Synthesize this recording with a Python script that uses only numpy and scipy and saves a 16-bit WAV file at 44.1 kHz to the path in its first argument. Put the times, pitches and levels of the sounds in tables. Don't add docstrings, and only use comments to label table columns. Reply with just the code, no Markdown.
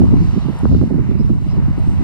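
import sys
import numpy as np
from scipy import signal
from scipy.fft import rfft, irfft
from scipy.io import wavfile
from scipy.ndimage import uniform_filter1d

SR = 44100
rng = np.random.default_rng(int(sys.argv[2]) if len(sys.argv) > 2 else 0)


def linear_from_db(decibels):
    return 10 ** (np.asarray(decibels, float) / 20)


def to_wav(s):
    ch = np.atleast_2d(s).T
    pcm = np.round(np.clip(ch, -1, 1) * 32767)
    wavfile.write(sys.argv[1], SR, pcm.astype(np.int16))


N = 89831
T = np.arange(N) / SR
HZ = np.maximum(np.arange(N // 2 + 1) * SR / N, 1)

# t/s, peak level/dB, pitch f/Hz, left-right balance/dB
GUST_PUFFS = [(0.021, -26, 164, 5), (0.132, -8.5, 160.5, 1.5), (0.202, -13, 174, 3),
              (0.356, -10.5, 146.8, -22), (0.452, -11, 153, -11), (0.484, -10, 159.4, -9),
              (0.555, -19.5, 162, -27), (0.63, -11, 211, -30), (0.678, -15.5, 95.4, -5.5),
              (0.714, -9.5, 166, -2.5), (0.723, -19, 122.7, -7.5), (0.746, -13.5, 167, 5.5),
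              (0.812, -6, 137.4, -9), (0.839, -21, 147, -6.5), (0.903, -10, 232, -19.5),
              (0.945, -14.5, 174, -20.5), (0.99, -8, 143.6, -15), (1.087, -13, 226, -22),
              (1.11, -10.5, 240, -17.5), (1.151, -12.5, 230.7, -32), (1.195, -10.5, 152, -18),
              (1.208, -14.5, 166, -6.5), (1.243, -22, 256, -7), (1.306, -9, 149, -14.5),
              (1.46, -15, 171, 2), (1.53, -21, 265, 1.5), (1.571, -13.5, 186, -2), (1.779, -15.5, 158.4, 2),
              (1.991, -24.5, 176, -1)]


def col(table, x, count=1, log=False):
    a = np.array(table, float)
    if log:
        return np.interp(np.log(x), np.log(a[:, 0]), a[:, count])
    return np.interp(x, a[:, 0], a[:, count])


def unit(x):
    return x / np.sqrt(np.mean(x ** 2))


def colour(x, gain):
    return irfft(rfft(x) * gain, N)


def walk(rate):
    hold = int(SR / rate)
    levels = np.repeat(rng.standard_normal(N // 100), hold)[:N]
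    return unit(uniform_filter1d(uniform_filter1d(levels, hold), hold))


def pan(db):
    return np.sqrt(2 / (1 + linear_from_db(np.array([-db, db]) * 2)))


def birds():
    # start t/s, length/s, start f/Hz, top f/Hz, level/dB
    chirps = [
        (1.174, .056, 4300, 5230, -51),
        (1.24, .03, 5250, 5330, -60),
        (1.476, .062, 4300, 5170, -54),
    ]
    # start t/s, length/s, start f/Hz, end f/Hz, level/dB
    short_notes = [
        (.26, .04, 3650, 3600, -58),
        (.375, .08, 4150, 3980, -52),
        (1.085, .045, 3600, 3530, -57),
        (1.945, .04, 2900, 3250, -55),
    ]
    # t/s, f/Hz, level/dB
    whistle = [
        (1.775, 9040, -81),
        (1.793, 8780, -66.5),
        (1.837, 8470, -68),
        (1.937, 8120, -65),
        (1.956, 8100, -67),
    ]
    hz, gain = np.zeros(N), np.zeros(N)
    for table, bend in ((chirps, .6), (short_notes, 1)):
        for start, length, f0, f1, db in table:
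            u = (T - start) / length
            on = (u > 0) & (u < 1)
            u = u[on]
            glide = np.where(u < bend, u / bend, 1 + .5 * (u - bend))
            hz[on] = f0 + (f1 - f0) * np.sin(np.pi / 2 * glide)
            gain[on] = linear_from_db(db) * np.sin(np.pi * u ** 1.3) ** .6
    on = (T > whistle[0][0]) & (T < whistle[-1][0])
    hz[on] = col(whistle, T[on])
    gain[on] = linear_from_db(col(whistle, T[on], count=2) + 4.5)
    phase = 2 * np.pi * np.cumsum(hz) / SR
    call = gain * linear_from_db(5.0 * walk(49.6)) * np.sin(phase)

    def late(seconds):
        return colour(call, np.exp(-2j * np.pi * HZ * seconds))

    port_lag_s, echo_s = .00013, .012
    direct = np.array([call, late(port_lag_s)])
    echo = np.array([late(echo_s), late(0.97 * echo_s)])
    return (direct + 0.076 * echo) * pan(3)[:, None]


def weir():
    # t/s, level/dB, treble/dB
    flow = [(0.04, -43, -0.5), (.25, -42, -0.5), (.44, -43.5, 2), (0.596, -41, -4.5), (0.732, -49, 6),
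            (.98, -45.5, -4.5), (1.19, -46, -1.5), (1.382, -50.5, 1), (1.52, -46, -1), (1.6, -45.5, -5.5),
            (1.85, -43.5, -4), (2.0, -42.5, -2)]
    # f/Hz, level/dB
    water_tone = [(150, -19), (600, 0), (1000, 0.5), (1700, -11), (2600, -14), (3300, -14), (8000, -23.5),
                  (15500, -36.5)]
    # f/Hz, width/Hz, level/dB
    case_rings = [(2100, 300, 5), (2794, 230, 3.5), (3490, 230, -0.5), (3900, 167, 2), (5930, 390, 0.5),
                  (8700, 1200, -0.5)]
    # f/Hz, likeness/0-1
    port_likeness = [(500, .95), (2100, .86), (2600, .62), (3300, .75), (4300, .55), (6500, .75),
                     (8300, .3), (15000, .15)]
    # f/Hz, phase/rad
    port_turn = [(700, 0), (2300, -2.2), (2900, -1.5), (3300, -3.2), (4500, -6.3), (5800, -8.6),
                 (8000, -10.2), (12500, -15)]
    # f/Hz, level/dB
    right_tone = [(500, -1), (1300, 0), (2300, 1), (3000, 0.5), (4000, -1), (6500, -2), (8300, -10),
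                  (15000, -13)]
    swell_db, flicker_db, splash_db, splash_spread_db = .5, 1.5, -5, 2.5
    swell, treble = walk(rate=3.57), col(flow, T, count=2)
    source = np.zeros((3, N))
    for hz in 200 * 2 ** (np.arange(14) / 2):
        band = np.cos(np.pi * np.clip(np.log2(HZ / hz), -.5, .5))
        hits = rng.random((3, N)) < hz / 2 / SR
        drops = hits * linear_from_db(splash_spread_db * rng.exponential(size=(3, N)))
        splashes = unit(drops) * np.sign(rng.standard_normal((3, N)))
        rush = rng.standard_normal((3, N)) + linear_from_db(splash_db) * splashes
        band_treble = treble * np.exp(-np.log2(hz / 5000) ** 2)
        source += colour(rush, band) * linear_from_db(swell_db * swell + flicker_db * walk(11.3) + band_treble)
    tone_db = col(water_tone, HZ, log=True)
    for f, width, db in case_rings:
        tone_db = tone_db + db * np.exp(-((HZ - f) / width) ** 2)
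    both, a, b = rfft(source) * linear_from_db(tone_db)
    like = np.clip(col(port_likeness, HZ, log=True), 0, 1)
    left = np.sqrt(like) * both + np.sqrt(1 - like) * a
    right = np.sqrt(like) * both * np.exp(1j * col(port_turn, HZ)) + np.sqrt(1 - like) * b
    right = right * linear_from_db(col(right_tone, HZ, log=True))
    return unit(irfft(np.array([left, right]), N)) * linear_from_db(col(flow, T) + 3.5)


def rumble():
    # t/s, level/dB, left-right balance/dB, push-pull level/dB
    eddy_levels = [(0.03, -17.5, 1.5, -3), (0.056, -24, 3, 0.5), (0.14, -20, -1.5, 0.5),
                   (0.49, -32.5, -2.5, 1), (0.6, -35, -0.5, 0.5), (0.628, -28.5, 1, 1.5),
                   (0.744, -14.5, 1.5, -2.5), (0.772, -22.5, -3, -12), (0.816, -18, 4.5, 0.5),
                   (0.86, -31, 6, -3.5), (1.004, -22, -4, -0.5), (1.026, -30.5, -3, 1),
                   (1.32, -25.5, -3, 3.5), (1.354, -34.5, 0, 8), (1.464, -27.5, -3, 2),
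                   (1.848, -28.5, -0.5, 3), (1.936, -27.5, -0.5, 4.5), (2.02, -25, -3.5, -0.5)]
    # f/Hz, level per Hz/dB
    rumble_tone = [(15, -57.5), (30, -28), (45, 3.5), (65, 5), (95, 2.5), (130, 3), (200, -4), (400, -54.5)]
    tone, like = linear_from_db(col(rumble_tone, HZ, log=True)), 0.81
    both, a, b = (unit(colour(rng.standard_normal(N), tone)) * linear_from_db(walk(14.08)) for _ in range(3))
    both = np.sqrt(like) * both * linear_from_db(col(eddy_levels, T, count=3))
    ports = np.array([both + np.sqrt(1 - like) * a, -both + np.sqrt(1 - like) * b])
    return ports * linear_from_db(col(eddy_levels, T) + 11.5) * pan(col(eddy_levels, T, count=2) - 1.5)


def puff_shapes():
    rise_s, fall_s = 0.007, 0.015
    u = np.maximum(T - np.array(GUST_PUFFS)[:, :1], 0)
    return u, (1 - np.exp(-u / rise_s)) * np.exp(-u / fall_s) * 2


def flutter():
    # t/s, level/dB, left-right balance/dB
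    flutter_levels = [(0.0, -11, -4), (0.08, -17.5, 5.5), (0.23, -25.5, 6.5), (0.27, -28.5, 6),
                      (0.35, -22, -32), (0.57, -32.5, -9.5), (0.59, -43, -2), (0.64, -17.5, -54),
                      (0.69, -27.5, -7), (0.71, -19.5, -2), (1.09, -28, -11), (1.15, -39.5, 0),
                      (1.28, -28.5, -9), (1.3, -28, -12), (1.39, -27.5, 6), (1.46, -29.5, 6),
                      (1.94, -32, 13), (2.04, -25.5, 6)]
    # f/Hz, level per Hz/dB
    flutter_tone = [(40, -30), (90, -38.5), (160, -1.5), (230, -3.5), (300, -13.5), (400, -19),
                    (600, -57.5), (1200, -66)]
    eddies_per_s, walk_db, surge_db = 300, 2.0, 8.5
    edge_hz, edge_db = 311, -9
    tone = linear_from_db(col(flutter_tone, HZ, log=True))
    edge = (HZ / edge_hz) ** 2 / (1 + (HZ / edge_hz) ** 7)
    rows, ports = np.array(GUST_PUFFS), []
    surges = (pan(rows[:, 3]) * linear_from_db(rows[:, 1] + surge_db)) @ puff_shapes()[1]
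    for share, surge in zip(pan(col(flutter_levels, T, count=2)), surges):
        kicks = (rng.random(N) < eddies_per_s / SR) * rng.standard_normal(N)
        gust = share * linear_from_db(col(flutter_levels, T) + 18 + walk_db * walk(26.38)) + surge
        body = unit(colour(kicks, tone)) * gust
        harsh = linear_from_db(edge_db) * unit(colour(kicks, edge)) * gust ** 2
        ports.append(body + harsh)
    return np.array(ports) / 10


def puffs():
    level_db, sag, over_ratio, over_db = -1.5, .15, 1.768, -5.5
    out, chance = np.zeros((2, N)), rng.random((40, 2)) * 2 * np.pi
    for (_, db, hz, balance), phase, u, swell in zip(GUST_PUFFS, chance, *puff_shapes()):
        turn = 2 * np.pi * hz * (u - sag * u ** 2 / 0.064)
        main = np.sin(turn + phase[:, None])
        over = linear_from_db(over_db) * swell * np.sin(over_ratio * turn + phase[::-1, None])
        out += linear_from_db(db + level_db) * swell * (main + over) * pan(balance)[:, None]
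    return out


def lumps():
    # t/s, peak level/dB, pitch f/Hz, left-right balance/dB
    bursts = [(0.005, -20, 320, -4), (0.025, -9.5, 205, -3), (0.08, -14, 203, 18), (0.094, -8, 235, 3),
              (0.117, -19.5, 274, -2.5), (0.135, -7, 271, 7), (0.15, -20, 233, 8), (0.16, -10.5, 210, -1),
              (0.206, -10, 196, -14), (0.218, -12, 207, -7), (0.232, -12, 227, 4), (0.256, -18, 212, 5),
              (0.365, -9.5, 251, -10), (0.385, -9, 212, -20), (0.488, -10, 255, -22), (0.646, -8, 245, -10),
              (0.658, -4, 250, -14), (0.715, -11, 188, -7.5), (0.734, -11, 266, 0), (0.763, -25, 207, -22),
              (0.782, -12, 201, -15), (0.8, -15.5, 192, -4.5), (0.816, -7, 301, -22), (0.837, -6, 247, -16),
              (0.911, -9.5, 270, -23.5), (0.927, -7, 237, -25), (0.945, -7, 260, -12),
              (0.958, -11, 270, -22.5), (0.984, -7.5, 266, -19), (1.001, -9, 245, -23.5),
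              (1.118, -5, 240, -18), (1.156, -7, 227, -18), (1.198, -10, 218, -17),
              (1.305, -3.5, 240, -10.5), (1.587, -10.5, 297, 3.5), (1.686, -7.5, 206, 0),
              (1.706, -13.5, 222, 3), (1.783, -13, 273, 5), (1.877, -12.5, 246, 7), (1.902, -16, 274, 10),
              (1.923, -18.5, 234, 8), (1.937, -13, 254, 3), (2.01, -13.5, 270, 7), (2.027, -15, 242, 10)]
    level_db, length_cycles, sag = -1.5, 0.85, 0.16
    out, chance = np.zeros((2, N)), rng.random((60, 2)) * 2 * np.pi
    for (s, db, hz, balance), phase in zip(bursts, chance):
        near = slice(max(int((s - .03) * SR), 0), int((s + .03) * SR))
        c = (T[near] - s) * hz
        swell = linear_from_db(db + level_db) * np.exp(-(c / length_cycles) ** 2)
        wave = np.sin(2 * np.pi * (c - sag * c ** 2) + phase[:, None])
        out[:, near] += swell * wave * pan(balance)[:, None]
    return out


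def snaps():
    # t/s, peak level/dB, left-right balance/dB
    breaks = [(0.123, -27.5, -2), (0.486, -28.5, -12), (0.654, -12, 11), (0.704, -43, 10), (0.715, -27, 8),
              (0.724, -25, -7), (0.747, -21, 2), (0.814, -22.5, 3), (0.826, -25, -16), (0.837, -25.5, -16),
              (0.908, -26, -13), (0.941, -33, -17), (0.985, -32, -13), (1.114, -35, 0), (1.294, -27.5, 2.5),
              (1.303, -39, 3), (1.567, -35, -4), (1.779, -51, -1)]
    level_db, knock_db, leak = 0.5, 9, 0.034
    out, chance = np.zeros((2, N)), rng.random((20, 2)) * 2 * np.pi

    def ring(u, hz, peak_s, phase):
        return u / peak_s * np.exp(1 - u / peak_s) * np.sin(2 * np.pi * hz * u + phase)

    for (s, db, balance), phase in zip(breaks, chance):
        u = np.maximum(T - s, 0)
        crack = ring(u, 1230, 0.00044, phase[0])
        knock = linear_from_db(knock_db) * ring(u, 486, 0.0012, phase[1])
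        ports = np.array([crack + leak * knock, knock + leak * crack])
        out += linear_from_db(db + level_db) * ports * pan(balance)[:, None]
    return out


def scene():
    wind_top_hz = 1500
    wind = colour(rumble() + flutter() + puffs() + lumps(), 1 / (1 + (HZ / wind_top_hz * 2) ** 4))
    cracks = colour(snaps(), 1 / (1 + (HZ / wind_top_hz) ** 4))
    return birds() + weir() + wind + cracks


def band_limit(x):
    return signal.sosfilt(signal.butter(12, 15710, fs=SR, output="sos"), x)


def record(dry):
    ceiling, knee, open_s = .95, 4, .003
    cut = signal.sosfilt(signal.butter(3, 35.3, "high", fs=SR, output="sos"), dry)
    rounded = cut / (1 + np.abs(cut / ceiling) ** knee) ** (1 / knee)
    fade = np.clip(.4 + np.minimum(T, T[-1] - T) / open_s, 0, 1)
    return band_limit(rounded * fade)


dry = scene()
out = record(dry)
to_wav(out)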